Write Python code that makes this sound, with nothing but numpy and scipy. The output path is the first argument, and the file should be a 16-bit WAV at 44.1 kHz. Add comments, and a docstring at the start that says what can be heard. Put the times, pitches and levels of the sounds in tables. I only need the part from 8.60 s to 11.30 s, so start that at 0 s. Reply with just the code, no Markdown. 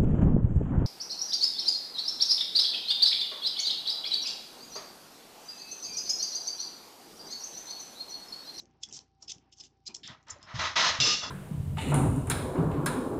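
"""Coins are pushed about on a cloth close to the microphone: their rims scrape and click together.
The scrapes and clicks are short bursts of noise, filtered to ring like metal; the cloth is soft, patchy noise.
Farther off in the room things are shifted, then clatter down loudly, late on with a metallic clang.
These are noise washes and sine notes that die away as the room rings on, with dull bumps below.
Under it all lie still air and a faint motor hum, and the recorder's limiter flattens the crashes."""
import sys
import numpy as np
from scipy import signal
from scipy.fft import rfft, irfft
from scipy.io import wavfile

SR = 44100
rng = np.random.default_rng(int(sys.argv[2]) if len(sys.argv) > 2 else 0)


def wav_record(signal):
    """Record a signal, one row per channel, as 16-bit PCM in the file named by sys.argv[1]."""
    frames = np.transpose(np.atleast_2d(signal))
    bounded = np.clip(frames, -1, 1)
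    # unit amplitude maps onto the largest positive 16-bit level
    quanta = np.round(bounded * 32767).astype(np.int16)
    wavfile.write(sys.argv[1], SR, quanta)


N = 119070
T = np.arange(N) / SR
GRIT_DB, BURST_GRIT_DB = 2.5, 1.5  # unevenness of light contacts, and of heavy clatter


def undb(db):
    """Turn decibels into a plain multiplier."""
    return 10 ** (np.asarray(db) / 20)


def unit(x):
    """Scale to an rms (average strength) of 1."""
    return x / np.sqrt(np.mean(x ** 2))


def add(out, at, x):
    """Mix x into out from a given time in seconds, cutting off what falls outside."""
    i = int(round(at * SR))
    lo, hi = max(i, 0), min(i + len(x), N)
    out[lo:hi] += x[lo - i:hi - i]


def axes(size):
    """Times in seconds and frequencies in Hz of a buffer."""
    return np.arange(size) / SR, np.maximum(np.fft.rfftfreq(size, 1 / SR), 1)


def colour(f, points):
    """Gain at each frequency, drawn in straight lines through (Hz, dB) points on a log pitch axis."""
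    hz, db = np.array(points).T
    return undb(np.interp(np.log(f), np.log(hz), db))


def ring(f, hz, width, db):
    """Gain of a resonance standing db above its surroundings."""
    return np.sqrt(1 + (undb(db) ** 2 - 1) / (1 + (2 * (f - hz) / width) ** 2))


def shaped(x, gain):
    """Filter with the given gains, ringing only after each impulse and keeping the power of white noise."""
    cepstrum = irfft(np.log(unit(gain) + 1e-6), len(x))
    # folding the second half onto the first makes the filter respond only forward in time
    cepstrum[1:len(x) // 2] *= 2
    cepstrum[len(x) // 2 + 1:] = 0
    return irfft(rfft(x) * np.exp(rfft(cepstrum)), len(x))


def grit(size, spread_db):
    """Noise like dense tiny impacts, its strength jumping every 16 samples."""
    strength_db = spread_db * np.repeat(rng.standard_normal(size), 16)[:size]
    return unit(rng.standard_normal(size) * undb(strength_db))


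def swell(t, rise, hold, t60):
    """Rise, hold, then die away by 60 dB in t60 seconds."""
    fade_db = -60 * np.maximum(t - rise - hold, 0) / t60
    return np.minimum(t / max(rise, 1e-4), 1) * undb(fade_db)


def walk(size, step):
    """Random wandering with a spread near 1, heading for a new value every step samples."""
    knots = rng.standard_normal(int(size / step) + 2)
    return np.interp(np.arange(size) / step, np.arange(len(knots)), knots) * 1.2


# colour of the still room air: pitch_hz, relative_level_db
AIR_COLOUR = [(30, -28), (55, -3), (130, 10), (380, 0.5), (560, -17.5), (1000, -2), (2000, -22),
              (3500, -11), (5500, -6.5), (8600, -47)]
# colour of the motor's throb: pitch_hz, relative_level_db
THROB_COLOUR = [(29, -33.5), (58, 7.5), (87, 7), (116, 4), (145, 4), (174, -13), (230, -16.5), (400, -35)]
AIR_DB = -81.5
MOTOR_HZ, MOTOR_DB, MOTOR_ROUGH_DB = 29.05, -72, 1  # turns per second, level, unevenness of the turns
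WHINE_HZ, WHINE_DB, WHINE_WAVER_DB = 780, -80.5, 3


def background():
    """Still room air, and a small motor that throbs once a turn under a wavering whine."""
    _, f = axes(size=N)
    air = undb(AIR_DB) * shaped(rng.standard_normal(N), colour(f, AIR_COLOUR))
    # one click of slightly uneven strength per turn
    turns = np.diff(np.floor(MOTOR_HZ * T), prepend=0) * undb(MOTOR_ROUGH_DB * rng.standard_normal(N))
    throb = undb(MOTOR_DB) * unit(shaped(turns - turns.mean(), colour(f, THROB_COLOUR)))
    whine_level = undb(WHINE_DB + WHINE_WAVER_DB * walk(N, SR / 40))
    whine = whine_level * np.sqrt(2) * np.sin(2 * np.pi * WHINE_HZ * T)
    return throb + whine + air


# dull bumps on the table: start_s, level_db, pitch_hz, decay_s
BUMPS = [(.022, -56.5, 343, 0.024), (0.313, -56.5, 134, .025), (.624, -59.5, 797, 0.018),
         (0.757, -51, 139, 0.0076), (1.446, -50.5, 157, .012), (1.496, -48, 126, .025),
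         (1.714, -52, 83, 0.038), (1.757, -52, 580, .02), (1.832, -60.5, 90.6, .08),
         (1.941, -29.5, 111.4, .028), (1.988, -39.5, 84.3, .07), (2.163, -41.5, 118.6, .03),
         (2.3, -49, 81, .08), (2.387, -38, 109, .02), (2.403, -27.5, 123, .025), (2.44, -34, 448.8, 0.05),
         (2.475, -29, 339, 0.0093), (2.582, -48, 188, 0.017), (2.667, -44.5, 263, 0.036),
         (2.632, -48.5, 100, .04)]
THUMP_RISE_S, THUMP_NOISE = .004, 0.63  # noise strength beside a note of peak 1


def thumps():
    """Each bump sets off a damped note with rumble around it."""
    out = np.zeros(N)
    t, f = axes(size=16384)
    for at, db, hz, decay in BUMPS:
        rumble = shaped(rng.standard_normal(len(t)), 1 / (1 + np.log2(f / hz) ** 4) ** 2)
        bump = np.sin(2 * np.pi * hz * t) + THUMP_NOISE * rumble
        envelope = np.minimum(t / THUMP_RISE_S, 1) * np.exp(-t / decay)
        add(out, at, undb(db) * bump * envelope)
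    return out


# lighter clinks across the room: start_s, level_db, rise_s, hold_s, ring_hz, ring_width_hz, ring_db
CLINK_EVENTS = [(1.431, -47, 0.0025, 0.05, 3600, 350, 9), (1.485, -54.5, .005, 0.031, 3500, 500, 9),
                (2.657, -54, .003, 0.011, 5045, 200, 23)]
# colour of the clinks: pitch_hz, relative_level_db
CLINK_COLOUR = [(100, -16), (1000, -26), (1700, 0.5), (2500, -2.5), (3200, 6.5), (4200, 3), (5400, 6),
                (5900, -11), (7200, -5.5), (8600, -26)]
CLINK_T60_S = 0.12


def clinks():
    """Small hard things touch: gritty noise through one strong ring each."""
    out = np.zeros(N)
    t, f = axes(size=32768)
    for at, db, rise, hold, hz, width, ring_db in CLINK_EVENTS:
        gain = colour(f, CLINK_COLOUR) * ring(f, hz, width, ring_db)
        rattle = shaped(grit(len(t), GRIT_DB), gain)
        add(out, at, undb(db) * rattle * swell(t, rise, hold, CLINK_T60_S))
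    return out


# touches of a small piece that chimes near the end: start_s, level_db
CHIME_TOUCHES = [(2.629, -37.5), (2.673, -46)]
CHIME_HZ, CHIME_RISE_S, CHIME_T60_S = 3426, 0.0051, .16


def chimes():
    """One clear sine note, touched twice and dying away."""
    out = np.zeros(N)
    t, _ = axes(size=16384)
    note = np.sqrt(2) * np.sin(2 * np.pi * CHIME_HZ * t) * swell(t, CHIME_RISE_S, 0, CHIME_T60_S)
    for at, db in CHIME_TOUCHES:
        add(out, at, undb(db) * note)
    return out


# blows on a metal object: start_s, level_db, rise_s, hold_s
METAL_BLOWS = [(2.401, -18, 0.0011, 0.033), (2.453, -24, 0.0014, 0.045), (2.634, -40.5, 0.0027, 0.0083)]
# resonances of the metal object: pitch_hz, width_hz, strength_db
METAL_MODES = [(1226, 13, 16.5), (2743, 51, 15.5), (2800, 150, 13), (3520, 210, 10), (3810, 69, 8.5),
               (4190, 98, 5.5), (4450, 70, 9), (5000, 44, 7), (5070, 30, 7), (5330, 23, 3), (5340, 80, 10),
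               (5990, 75, 10), (7250, 170, 14)]
# broad colour of the metal object: pitch_hz, relative_level_db
METAL_COLOUR = [(60, -5), (150, 0), (400, -3), (800, -5.5), (1500, -4), (2350, -1), (2750, 1), (3150, -0.5),
                (4000, 4), (5300, 8), (6200, 5), (6800, -3), (7600, -17.5), (8600, -12.5)]
CLANG_T60_S, PARTIAL_T60_S = 0.44, 0.43  # die-away of the rattle, and of the singing notes
SING_DB = -8  # singing notes against the rattle
DETUNE_HZ, PARTIAL_WAVER_DB, WAVERS_PER_S = 13.6, 8, 39


def metal_partial(t, hz, mode_db):
    """One singing note of the metal, slightly detuned and wavering in level."""
    level = undb(mode_db + PARTIAL_WAVER_DB * walk(len(t), SR / WAVERS_PER_S)) * colour(hz, METAL_COLOUR)
    detuned_hz = hz + DETUNE_HZ * rng.uniform(-1.1, 1)
    return level * np.sin(2 * np.pi * (detuned_hz * t + rng.random()))


def clangs():
    """A metal object lands and rattles; each blow drives the same resonances, which sing on in pairs."""
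    out = np.zeros(N)
    t, f = axes(size=32768)
    metal = colour(f, METAL_COLOUR) * np.max([ring(f, *mode) for mode in METAL_MODES], axis=0)
    for at, db, rise, hold in METAL_BLOWS:
        rattle = shaped(grit(len(t), BURST_GRIT_DB), metal) * swell(t, rise, hold, CLANG_T60_S)
        partials = sum(metal_partial(t, hz, mode_db) for hz, _, mode_db in METAL_MODES for _ in range(2))
        singing = undb(SING_DB) * unit(partials) * swell(t, rise, hold, PARTIAL_T60_S)
        add(out, at, undb(db) * (rattle + singing))
    return out


# things shifted and dropped across the room: start_s, level_db, rise_s, hold_s, treble_boost_db, t60_s
KNOCK_EVENTS = [(1.473, -49, 0.021, 0.012, -4.5, 0.31), (1.664, -52, 0.023, 0.033, -4.5, 0.32),
                (1.759, -63, 0.044, .07, -6, 0.4), (1.855, -46.5, 0.045, 0.12, -5.5, 0.51),
                (1.938, -42, 0.02, 0.049, 10.5, 0.47), (1.986, -30, 0.011, 0.063, 3.5, 0.36),
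                (2.155, -20, 0.015, 0.047, 7, 0.4), (2.24, -21.5, 0.0089, 0.015, 8, 0.4),
                (2.341, -42, 0.0052, 0.014, -2, 0.27), (2.451, -24.5, .004, 0.007, 19.5, 0.36),
                (2.615, -40.5, .015, 0.024, -20, 0.34)]
# colour of the knocks: pitch_hz, relative_level_db
KNOCK_COLOUR = [(60, -32), (150, -11.5), (420, -15.5), (630, -5), (780, -6), (1030, 0.5), (1300, -2),
                (1550, -3.5), (1970, -1.5), (2250, -7), (3200, -8), (3950, -8.5), (4700, -12.5), (5300, -9),
                (5650, -14.5), (6100, -13), (6600, -17), (7300, -28.5), (8600, -39)]
# resonances of what is knocked: pitch_hz, width_hz, strength_db
KNOCK_RINGS = [(640, 14, 6), (927, 15, 2.5), (1065, 4.7, 4.5), (1044, 6.4, 6.5), (1243, 8.3, 9),
               (1277, 53, 6), (1410, 25, 2), (1740, 60, 1.5), (1812, 20, -3.5), (1950, 9.2, 7.5),
               (3320, 28, 5), (3590, 12, -3.5), (3920, 100, 5), (4230, 30, 7)]
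TREBLE_HZ, TREBLE_T60_SHARE = 2620, 0.94  # where treble begins, and its share of the die-away time
GRAIN_DB, GRAINS_PER_S = 1, 151  # fine flutter of the wash


def knocks():
    """Distant clatter, smeared into a dense wash by the room, where the treble dies first."""
    out = np.zeros(N)
    t, f = axes(size=32768)
    treble = 1 / (1 + (TREBLE_HZ / f) ** 4)
    struck = colour(f, KNOCK_COLOUR) * np.max([ring(f, *mode) for mode in KNOCK_RINGS], axis=0)
    for at, db, rise, hold, treble_db, t60 in KNOCK_EVENTS:
        wash = undb(db) * shaped(grit(len(t), BURST_GRIT_DB), struck * undb(treble_db * treble))
        wash = wash * undb(GRAIN_DB * walk(len(t), SR / GRAINS_PER_S))
        high = irfft(rfft(wash) * treble)
        low = wash - high
        add(out, at, low * swell(t, rise, hold, t60))
        add(out, at, high * swell(t, rise, hold, t60 * TREBLE_T60_SHARE))
    return out


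# the hand rubbing over the cloth: time_s, level_db (before the floor and trim below)
RUB_LEVELS = [(0.0, -60.5), (0.03, -65), (0.082, -65.5), (0.242, -68.5), (0.308, -56.5), (0.586, -89),
              (0.658, -61.5), (0.906, -68), (0.958, -89), (1.01, -63.5), (1.252, -81), (1.288, -58),
              (1.458, -63.5), (1.494, -55), (1.622, -72.5), (1.694, -70.5), (1.838, -62.5), (1.85, -67)]
# colour of the cloth: pitch_hz, relative_level_db
CLOTH_COLOUR = [(40, -27.5), (120, 0.5), (250, 4.5), (380, 2.5), (540, -11), (800, -4.5), (1150, -12.5),
                (1700, -15.5), (3000, -19), (8000, -54.5)]
RUB_FLOOR_DB, RUB_TRIM_DB = -78.5, -2.5
RUB_PATCHY_DB, RUB_PATCHES_PER_S = 3.5, 40


def cloth():
    """Soft rubbing noise that comes and goes with the hand, each octave in patches of its own."""
    _, f = axes(size=N)
    at, db = np.array(RUB_LEVELS).T
    rub = rfft(shaped(rng.standard_normal(N), colour(f, CLOTH_COLOUR)))
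    patchy = np.zeros(N)
    for octave in range(5, 14):  # overlapping bands centred on 2 ** octave Hz
        band = np.maximum(1 - abs(np.log2(f) - octave), 0)
        patches = undb(RUB_PATCHY_DB * walk(N, SR / RUB_PATCHES_PER_S))
        patchy += irfft(rub * band, N) * patches
    level_db = np.interp(T, at, np.maximum(db, RUB_FLOOR_DB)) + RUB_TRIM_DB
    return undb(level_db) * unit(patchy)


# colour of a coin contact: pitch_hz, relative_level_db
COIN_COLOUR = [(100, -13), (900, -33.5), (1700, -25.5), (2300, -15.5), (2900, -4.5), (4300, -1.5),
               (5300, 6.5), (6300, 5), (7400, -2.5), (8600, -13)]
FINE_DB, FINE_HZ = 3, 159.5  # random unevenness of that colour, and its spacing in pitch


def coin_contact(f):
    """Each contact rings in its own way: the coin colour with fresh random bumps."""
    bumps = np.interp(f / FINE_HZ, np.arange(len(f)), rng.standard_normal(len(f)))
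    return colour(f, COIN_COLOUR) * undb(FINE_DB * bumps)


# coins sliding over one another: middle_s, half_length_s, level_db, ring_hz, ring_db, body_db
COIN_SLIDES = [(.000, 0.01, -52, 6540, 7, -5), (0.017, 0.021, -62.5, 6200, 11, -3),
               (0.236, 0.0046, -34, 3370, 16.5, 0.5), (0.241, 0.018, -54, 4600, -8, 3),
               (0.297, .005, -56, 6240, 17, -9), (0.314, 0.0056, -55.5, 5400, 0, 11),
               (0.341, 0.014, -43.5, 5400, -11, -8), (0.366, 0.015, -43, 5460, -8, -7),
               (0.409, 0.0098, -57, 6060, 12, 7), (0.627, 0.0042, -44, 5450, 9.5, -6),
               (0.636, 0.019, -59.5, 6200, -21, -2), (.684, 0.006, -41, 5200, 27, 10.5),
               (0.703, .01, -37.5, 3360, 12.5, 2.5), (.72, 0.0034, -33.5, 6140, 7, 5.5),
               (0.74, 0.01, -62, 3030, -3, 18), (0.932, 0.01, -56.5, 5500, 0, 8),
               (0.993, 0.025, -60.5, 6250, 7, 2), (1.008, 0.0082, -44.5, 5050, 13.5, 6.5),
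               (1.05, 0.021, -55.5, 5970, 3, 5.5), (1.27, 0.0086, -42, 4920, 16, 0),
               (1.277, 0.008, -38, 4160, 18.5, -5), (1.295, 0.027, -59, 2370, 41, 3),
               (1.345, 0.0018, -38, 6500, 15, -2), (1.349, 0.0017, -31, 5020, 6, -2.5),
               (1.358, .005, -49, 5620, -17, 1), (1.367, 0.0032, -44.5, 6200, -9, -4),
               (1.706, 0.0066, -40.5, 7130, 14.5, -45), (1.717, 0.014, -51, 5110, 33, -15),
               (1.842, 0.025, -59, 5180, 23, 22)]
# single rim clicks: start_s, level_db, body_db
RIM_CLICKS = [(.056, -54, 7), (.111, -64.5, 14), (.288, -39, -25), (.3265, -32, -6), (.3325, -44, -9),
              (.3575, -55, -22), (.3905, -34, 4), (0.682, -40, 7), (.698, -43, 13), (.7085, -52, -21),
              (.749, -47, 2), (0.783, -52, 10.5), (.926, -50, 9), (0.972, -52, -5), (.9865, -45, -9),
              (1, -41, 2), (1.0375, -41.5, 8), (1.0445, -54, -1), (1.108, -66, 7), (1.161, -91, -5),
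              (1.174, -69, -8), (1.477, -33, -10), (1.629, -55, -13), (1.637, -56, 5), (1.67, -51.5, 7),
              (1.684, -41.5, -13), (1.786, -53, 10), (1.829, -41.5, 6)]
BODY_HZ, BODY_OCTAVES, RING_WIDTH_HZ = 2780, 0.52, 150  # body is a broad hump, ring a narrow peak
CLICK_S = 0.00059  # decay of the push behind a click
COIN_ROOM_DB, COIN_T60_S = -11.5, 0.17


def coins():
    """Rims scrape in short gritty runs or click once, damped by the cloth, with a short room echo."""
    out = np.zeros(N)
    t, f = axes(size=8192)
    middle = t[len(t) // 2]
    body = np.exp(-(np.log2(f / BODY_HZ) / BODY_OCTAVES) ** 2)
    for at, half, db, hz, ring_db, body_db in COIN_SLIDES:
        push = grit(len(t), GRIT_DB) * np.exp(-((t - middle) / half) ** 2)
        gain = coin_contact(f) * ring(f, hz, RING_WIDTH_HZ, ring_db) * undb(body_db * body)
        add(out, at - middle, undb(db) * shaped(push, gain))
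    for at, db, body_db in RIM_CLICKS:
        push = grit(len(t), 0) * (t >= middle) * np.exp(-abs(t - middle) / CLICK_S)
        gain = coin_contact(f) * undb(body_db * body)
        add(out, at - middle, undb(db) * shaped(push, gain))
    room = rng.standard_normal(SR // 2) * undb(-60 * T[:SR // 2] / COIN_T60_S)
    echo = signal.fftconvolve(out, room / np.linalg.norm(room))[:N]
    return out + undb(COIN_ROOM_DB) * echo


def scene():
    """Room tone, clatter farther off, then cloth and coins nearby."""
    far = background() + thumps() + clinks() + chimes() + clangs() + knocks()
    near = cloth() + coins()
    return (far + near)[None]


LIMIT_DB, LIMIT_RATIO, LIMIT_S = -24.5, 4, 0.0033  # threshold, dB in per dB out, reaction time
TOP_HZ, LEAK_HZ, LEAK_DB = 7700, 8900, -9.5  # band edge, upper end of the leak, level of the leak


def low_pass(x, hz):
    """Steep filter that keeps what lies below hz, run both ways so nothing is delayed."""
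    sos = signal.ellip(8, .1, 50, hz, fs=SR, output="sos")
    return signal.sosfiltfilt(sos, x, padtype="even")


def record(dry):
    """A fast limiter holds the crashes down; the narrow-band recorder lets little through above its edge."""
    keep = np.exp(-1 / (LIMIT_S * SR))
    level = np.sqrt(signal.lfilter([1 - keep], [1, -keep], dry ** 2))
    excess = np.maximum(level / undb(LIMIT_DB), 1)
    limited = dry * excess ** (1 / LIMIT_RATIO - 1)
    band = low_pass(limited, TOP_HZ)
    leak = undb(LEAK_DB) * (limited - band)
    return low_pass(band + leak, LEAK_HZ)


dry = scene()
out = record(dry)
wav_record(out)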